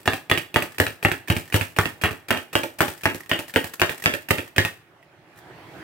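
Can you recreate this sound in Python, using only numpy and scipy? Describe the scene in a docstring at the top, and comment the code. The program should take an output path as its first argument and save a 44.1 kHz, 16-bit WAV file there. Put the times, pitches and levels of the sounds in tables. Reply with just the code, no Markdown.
"""A spring plunger chopper, pumped four times a second on a kitchen counter, then left at rest.
Each stroke: the palm slaps the knob, the blades slam the base and shake the counter, and the spring
throws the rod back; the loose rod ticks in its guide. Heard close, on a two-port stereo microphone,
in a small hard kitchen that rings on. Once the blows stop, the gain control opens up on the room noise."""
import sys
import numpy as np
from scipy import signal
from scipy.fft import rfft, irfft
from scipy.io import wavfile
from scipy.ndimage import uniform_filter1d

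SR = 44100
rng = np.random.default_rng(int(sys.argv[2]) if len(sys.argv) > 2 else 0)


def int16_out(signal):
    """Quantize to a 16-bit WAV file."""
    q = np.round(np.clip(np.atleast_2d(signal).T, -1, 1) * 32767)
    wavfile.write(sys.argv[1], SR, q.astype(np.int16))


N = 257103
BLOW_T = np.arange(SR // 3) / SR  # time axis of one blow, in seconds

# room noise spectrum: frequency_hz, density_db
ROOM_SPECTRUM = [(20, -65), (40, -46.5), (109, -6.5), (181, -15), (223, -21.5), (350, -8), (443, -19.5),
                 (713, -15), (1120, -20), (1840, -20), (3500, -30), (6000, -41), (10000, -44), (16000, -45)]
# likeness of the room noise at the two ports: frequency_hz, correlation
ROOM_COHERENCE = [(60, 0.94), (180, 0.87), (550, 0.95), (1650, 0.22), (4970, 0.01), (15000, -0.15)]
# loose rod in its guide: start_s, clack_db, tick_db
ROD_TICKS = [(-0.012, -34.5, -38), (0.016, -50, -52), (0.032, -52, -51), (0.7206, -41, -43),
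             (0.746, -34.5, -49), (0.7567, -43, -49), (1.276, -31, -45), (1.457, -39, -47),
             (1.478, -37, -43.5), (1.501, -36, -46), (2.935, -38, -45), (2.9772, -41, -38),
             (3.0112, -34, -42), (3.1554, -30, -42), (3.2063, -30, -42), (3.234, -40, -46),
             (3.2612, -33, -46.5), (3.482, -34, -37), (3.4966, -29, -37), (3.668, -30, -37),
             (3.695, -44, -43.5), (3.7368, -26, -33.5), (3.929, -38, -39), (3.946, -40, -40),
             (3.9782, -40, -37.5), (3.9994, -33.5, -37), (4.023, -25.5, -35.5), (4.221, -44, -45.5),
             (4.4782, -33.5, -44.5), (4.6887, -30.5, -53), (4.7264, -43.5, -56.5), (5.028, -41.5, -59.5),
             (5.3594, -55, -61), (5.3744, -52, -53), (5.388, -47, -57)]
# palm on the knob: start_s, clack_db, tick_db
PALM_SLAPS = [(0.0578, -19, -52), (0.2991, -8, -20), (0.5432, -15, -28), (0.7838, -14.5, -23),
              (1.0282, -16, -29), (1.2827, -32, -48), (1.525, -15, -27), (1.7648, -18, -42),
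              (2.0141, -22.5, -37), (2.286, -25, -32), (2.5303, -24, -32), (2.7877, -26, -46),
              (3.0353, -18, -30), (3.2951, -33, -43), (3.5389, -20.5, -23), (3.7974, -14, -19),
              (4.04, -18.5, -23), (4.2871, -19.5, -23), (4.5634, -18.5, -23)]
# blades on the base: start_s, clack_db, pitch_hz, thump_db, knock_db, tick_db, scrape_db
BLADE_CHOPS = [(0.077, 3.5, 1610, -16.5, -3, -36, -36), (0.3141, -1.5, 1570, -11.5, -2.5, -21, -35.5),
               (0.5604, 0.5, 1730, -12, -1, -29, -33), (0.8004, 2, 1720, -10.5, -1.5, -13.5, -28.5),
               (1.0496, -1.5, 1810, -6.5, -4.5, -30, -33), (1.3007, -5.5, 1605, -3, -8, -22, -32),
               (1.5426, -3, 1730, -4.5, -4.5, -15, -25), (1.7872, -0.5, 1480, -6.5, -6, -18, -29),
               (2.0371, -8, 1600, -9.5, -14, -17.5, -32), (2.3064, -5.5, 1580, -21, -10.5, -11.5, -33),
               (2.5538, 1.5, 1480, -15, 0.5, -14.5, -30), (2.806, -1.5, 1610, -14.5, -4, -21, -26.5),
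               (3.056, -1.5, 1640, -16.5, -6.5, -21, -37), (3.3146, -2, 1620, -17.5, -9, -29, -40),
               (3.5601, 2, 1740, -14.5, -2.5, -18, -33), (3.817, 1, 1630, -16.5, -4.5, -27, -32),
               (4.0592, 0.5, 1650, -12.5, -4, -20.5, -35), (4.3069, 0.5, 1890, -10.5, -2.5, -16, -28),
               (4.582, 0, 1810, -7.5, -5, -13, -32.5)]
# rod thrown against its stop: start_s, clack_db, knock_db, tick_db
SPRING_RETURNS = [(0.134, -9.5, -15.5, -21), (0.3758, -8, -18, -22.5), (0.623, -10, -19.5, -24.5),
                  (0.8666, -8, -15, -31.5), (1.1161, -8, -15, -23.5), (1.366, -11, -15.5, -21.5),
                  (1.6116, -8.5, -17, -22.5), (1.8566, -9.5, -14, -29), (2.1094, -19, -16.5, -33.5),
                  (2.374, -13.5, -23.5, -29.5), (2.6338, -13, -12.5, -24), (2.8821, -15.5, -19.5, -23.5),
                  (3.1464, -32, -20.5, -28), (3.3905, -16, -14.5, -23.5), (3.6427, -19, -16, -26.5),
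                  (3.8941, -11, -15.5, -25), (4.1384, -8.5, -17, -23), (4.3836, -9, -15, -28.5),
                  (4.6501, -9, -16, -25)]
# modes of the cup, the spring and the counter (knock, deep thump): pitch_hz, level_db, t60_s
CUP_MODES = [(1027, -25, 0.0073), (1286, -1.5, 0.029), (1476, 9.5, 0.0086), (1643, -5, 0.052),
             (1807, 6.5, 0.025), (2160, 8.5, 0.005), (2703, -3.5, 0.015), (2849, 8.5, 0.011),
             (3275, 2, 0.023), (3690, -6.5, 0.024), (4640, -7, 0.011)]
SPRING_MODES = [(1860, 0, .16), (362, -3, .2)]
KNOCK_MODES = [(190, -9, .025), (254.5, -4, 0.036), (303.5, -4, .025), (339.6, -3, 0.034),
               (451, -0.5, .025), (524.6, -2, 0.021), (586, -1, 0.03), (646.7, -1.5, 0.019),
               (770, -4.5, 0.02), (871, -0.5, 0.026)]
THUMP_MODES = [(101.3, 7, 0.089), (147.1, 1, 0.075), (218, -5, 0.045)]
# spectrum of metal tick and rod scrape: frequency_hz, density_db
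RATTLE_SPECTRUM = [(1500, -1.5), (3500, -4), (5000, -4), (6500, -6.5), (8500, -3), (10500, -6.5),
                   (13000, -3.5), (15500, -5)]
# decay of the kitchen's echo: frequency_hz, t60_s
KITCHEN_DECAY = [(80, 0.24), (500, 0.19), (2000, 0.22), (5000, 0.24), (15000, 0.26)]


def gain_of(db):
    """Decibels to amplitude."""
    return 10 ** (np.asarray(db) / 20)


def unit_rms(x):
    """Scales to rms 1."""
    return x / np.sqrt(np.mean(x ** 2) + 1e-20)


def curve_at(points, hz):
    """Reads a table on a log-frequency axis."""
    table_hz, value = np.transpose(points)
    return np.interp(np.log(hz + 1), np.log(table_hz + 1), value)


def add(mix, start_s, sound):
    """Mixes in a stereo sound; what lies before zero is lost."""
    at = round(start_s * SR)
    sound = sound[:, max(-at, 0):]
    part = mix[:, max(at, 0):][:, :sound.shape[1]]
    part += sound[:, :part.shape[1]]


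def room_noise():
    """Steady room tone with slightly drifting patches; its bass is nearly alike at both ports."""
    frames, hz = N // 256 + 5, np.fft.rfftfreq(1024, 1 / SR)
    a, b, c, d, patches = rng.standard_normal((frames, 513, 5)).T
    patches = unit_rms(uniform_filter1d(uniform_filter1d(patches, size=10, axis=0), size=12, axis=1))
    likeness = np.clip(curve_at(ROOM_COHERENCE, hz), -1, 1)[:, None]
    left = a + 1j * b
    right = likeness * left + np.sqrt(1 - likeness ** 2) * (c + 1j * d)
    spectra = np.array([left, right]) * gain_of(curve_at(ROOM_SPECTRUM, hz)[:, None] + 2 * patches)
    noise = signal.istft(spectra, nperseg=1024, noverlap=768)[1][:, :N]
    return unit_rms(noise) * gain_of([[-1.4], [1.4]])


def ring(modes, spread_db, phase_rad):
    """Decaying modes, varied as strike point and grip change; each port hears its own phase."""
    hz, db, t60 = np.transpose(modes)[:, :, None]
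    luck, skew, detune = rng.standard_normal((3, len(modes), 1))
    phase = 2 * np.pi * hz * (1 + .025 * detune) * BLOW_T
    polarity = (-1.) ** (1 + np.arange(len(modes))[:, None] // 2)
    fade = polarity * gain_of(db + spread_db * luck - 60 * BLOW_T / t60)
    pair = np.array([(fade * np.sin(phase + side * phase_rad * skew)).sum(0) for side in (1, -1)])
    return pair / abs(pair).max()


def metal_grit(touches):
    """Bright noise of the rod rubbing, louder where small contacts crowd."""
    noise = rng.standard_normal((3, len(touches)))
    grit = (noise[:2] + .55 * noise[2]) * (.5 + 14 * uniform_filter1d(abs(touches), size=60))
    colour = gain_of(curve_at(RATTLE_SPECTRUM, np.fft.rfftfreq(len(touches), 1 / SR)))
    return unit_rms(irfft(rfft(grit) * colour, len(touches)))


def blow(mix, start_s, clack_db, *, pitch_hz, thump_db, knock_db, tick_db, scrape_db,
         chatter_rel_db, cup_rel_db, bounce_rel_db, upper_rel_db, retick_rel_db,
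         clack_t60, chatter_t60, scrape_t60, lead_s, counter_lag_s, tick_rise_s):
    """A hard contact, a bounce and dying chatter ring cup, spring and counter; the rod scrapes on."""
    t = BLOW_T
    touches = rng.standard_normal((3, len(t))) * (rng.random((3, len(t))) < 2500 / SR)
    chatter = touches[0] + .5 * touches[1:]  # spread over the parts, so unlike at the two ports
    contacts = chatter * gain_of(chatter_rel_db - 60 * t / chatter_t60)
    main, bounce = round(lead_s * SR), round(rng.uniform(.007, .0088) * SR)
    contacts[:, :main] *= np.linspace(0, 1, main)  # the chatter swells just before the main contact
    contacts[:, main] = 1
    contacts[:, main + bounce] = gain_of(bounce_rel_db)

    struck_spot = [(pitch_hz, 0, clack_t60), (.69 * pitch_hz, -7, .006),
                   (1.683 * pitch_hz, upper_rel_db, .006)]
    clack = gain_of(clack_db) * ring(struck_spot, spread_db=1.5, phase_rad=.5)
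    cup = ring(CUP_MODES, 1.5, 1.31)
    spring = gain_of(-26.5) * ring(SPRING_MODES, 3, .23)
    housing = gain_of(clack_db + cup_rel_db) * (cup + spring)
    rise = 1 - np.exp(-(t / counter_lag_s) ** 2)  # the heavy counter builds up later than the cup
    knock = gain_of(knock_db) * ring(KNOCK_MODES, 2, .4) * rise
    thump = gain_of(thump_db) * ring(THUMP_MODES, 2, .2) * np.sqrt(rise)
    body = signal.fftconvolve(.56 * clack + housing + knock, contacts, axes=1)[:, :len(t)]
    body += .38 * np.roll(clack, main, axis=1)  # mostly the main contact rings the spot

    grit = metal_grit(touches[0])
    slips = unit_rms(uniform_filter1d(rng.standard_normal(len(t)), size=260))  # the rod sticks and slips
    scrape = gain_of(scrape_db + 2.62 * slips - 60 * t / scrape_t60) * np.minimum(t / lead_s, 1)
    since_s = np.maximum(t - lead_s, 0)
    tick = gain_of(tick_db - 60 * since_s / .015) * (1 - np.exp(-since_s / tick_rise_s))
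    tick += gain_of(retick_rel_db) * np.roll(tick, bounce)  # the metal ticks again at the bounce
    bodies, rattles = mix
    add(bodies, start_s - lead_s, body + thump)
    add(rattles, start_s - lead_s, grit * (tick + scrape))


def placed(source, right_db):
    """Plays a source with its ringing louder at the right port; its rattle stays centred."""
    bodies, rattles = mix = np.zeros((2, 2, N))
    source(mix)
    return bodies * gain_of([[-right_db / 2], [right_db / 2]]) + rattles


def rod_ticks(mix):
    """The loose rod taps its guide, barely stirring the counter."""
    for start_s, clack_db, tick_db in ROD_TICKS:
        blow(mix, start_s, clack_db, pitch_hz=1840,
             thump_db=clack_db - 28, knock_db=clack_db - 18, tick_db=tick_db, scrape_db=tick_db - 1,
             chatter_rel_db=-9.5, cup_rel_db=-9.5, bounce_rel_db=-5, upper_rel_db=-7, retick_rel_db=-20,
             clack_t60=.023, chatter_t60=.046, scrape_t60=.093,
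             lead_s=.0025, counter_lag_s=.00315, tick_rise_s=.0027)


def palm_slaps(mix):
    """The palm lands on the knob: a light clack with little bounce."""
    for start_s, clack_db, tick_db in PALM_SLAPS:
        blow(mix, start_s, clack_db, pitch_hz=2457,
             thump_db=clack_db - 23, knock_db=clack_db - 3, tick_db=tick_db, scrape_db=-34.5,
             chatter_rel_db=-28.5 - clack_db, cup_rel_db=-5, bounce_rel_db=-19.5, upper_rel_db=-31,
             retick_rel_db=-26, clack_t60=.015, chatter_t60=.1, scrape_t60=.32,
             lead_s=.0025, counter_lag_s=.0048, tick_rise_s=.0015)


def blade_chops(mix):
    """The blades slam the base and shake the counter."""
    for start_s, clack_db, pitch_hz, thump_db, knock_db, tick_db, scrape_db in BLADE_CHOPS:
        blow(mix, start_s, clack_db, pitch_hz=pitch_hz,
             thump_db=thump_db, knock_db=knock_db, tick_db=tick_db, scrape_db=scrape_db,
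             chatter_rel_db=-16.5 - clack_db, cup_rel_db=-3, bounce_rel_db=-7.5, upper_rel_db=-10,
             retick_rel_db=-17.5, clack_t60=.0061, chatter_t60=.23, scrape_t60=.34,
             lead_s=.000997, counter_lag_s=.0041, tick_rise_s=.00017)


def spring_returns(mix):
    """The spring throws the rod against its stop; the thump scales with that of the same stroke's chop."""
    for (start_s, clack_db, knock_db, tick_db), chop in zip(SPRING_RETURNS, BLADE_CHOPS):
        blow(mix, start_s, clack_db, pitch_hz=2480,
             thump_db=chop[3] - 12.5, knock_db=knock_db, tick_db=tick_db, scrape_db=tick_db - 8.5,
             chatter_rel_db=-15.5, cup_rel_db=-5, bounce_rel_db=-9.5, upper_rel_db=-25.5,
             retick_rel_db=-11.5, clack_t60=.0076, chatter_t60=.18, scrape_t60=.19,
             lead_s=.0015, counter_lag_s=.0042, tick_rise_s=.0029)


def echo_pattern():
    """Sparse reflections of random sign, each band dying at its own speed, over a fainter longer tail."""
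    taps = np.zeros((2, SR))
    at = np.arange(200, SR - 20, 20) + rng.integers(0, 20, (2, (SR - 201) // 20))
    np.put_along_axis(taps, at, rng.choice([-1., 1.], at.shape), 1)
    taps[1] = .5 * taps[0] + .63 * taps[1]
    hz, t, spectra = signal.stft(taps, SR, nperseg=256)
    fade = gain_of(-60 * t / curve_at(KITCHEN_DECAY, hz)[:, None]) + gain_of(-16 - 60 * t / .58)
    tail = signal.istft(spectra * fade, SR, nperseg=256)[1]
    return tail / np.linalg.norm(tail[0])


def kitchen_echo(direct, blend_hz=1.37):
    """The kitchen's echo, cycling through three patterns so successive blows ring differently."""
    turn = 2 * np.pi * blend_hz * np.arange(N) / SR
    blends = [np.sqrt(2 / 3) * np.cos(turn + k * 2 * np.pi / 3) for k in range(3)]
    return sum(signal.fftconvolve(direct * blend, echo_pattern(), axes=1)[:, :N] for blend in blends)


def scene():
    """At the microphone: the chopper a little to the right, the kitchen's echo and the room noise."""
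    chopper = placed(palm_slaps, right_db=1.5) + placed(blade_chops, right_db=2.2)
    chopper += placed(spring_returns, right_db=3.5) + placed(rod_ticks, right_db=5.5)
    return chopper + gain_of(-9.5) * kitchen_echo(chopper) + gain_of(-55) * room_noise()


def record(dry):
    """Microphone bass cut, gain control that holds after loud moments then opens, clipping, band limit."""
    dry = signal.sosfilt(signal.butter(2, 66, "highpass", fs=SR, output="sos"), dry)
    power_db = 10 * np.log10(abs(uniform_filter1d((dry ** 2).mean(0), size=400)) + 1e-12)
    t = np.arange(N) / SR
    loud_db, hold_s, opening_s = -30, .45, .36
    quiet_s = t - np.maximum.accumulate(t * (power_db > loud_db))
    boost_db = 14 * (1 - np.exp(-(np.maximum(quiet_s - hold_s, 0) / opening_s) ** 1.67))
    clipped = np.clip(dry * gain_of(boost_db), -1, 1)
    lowpass = signal.firwin(511, 15900, window=("kaiser", 9), fs=SR)
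    return signal.oaconvolve(clipped, lowpass[None], "same")


dry = scene()
out = record(dry)
int16_out(out)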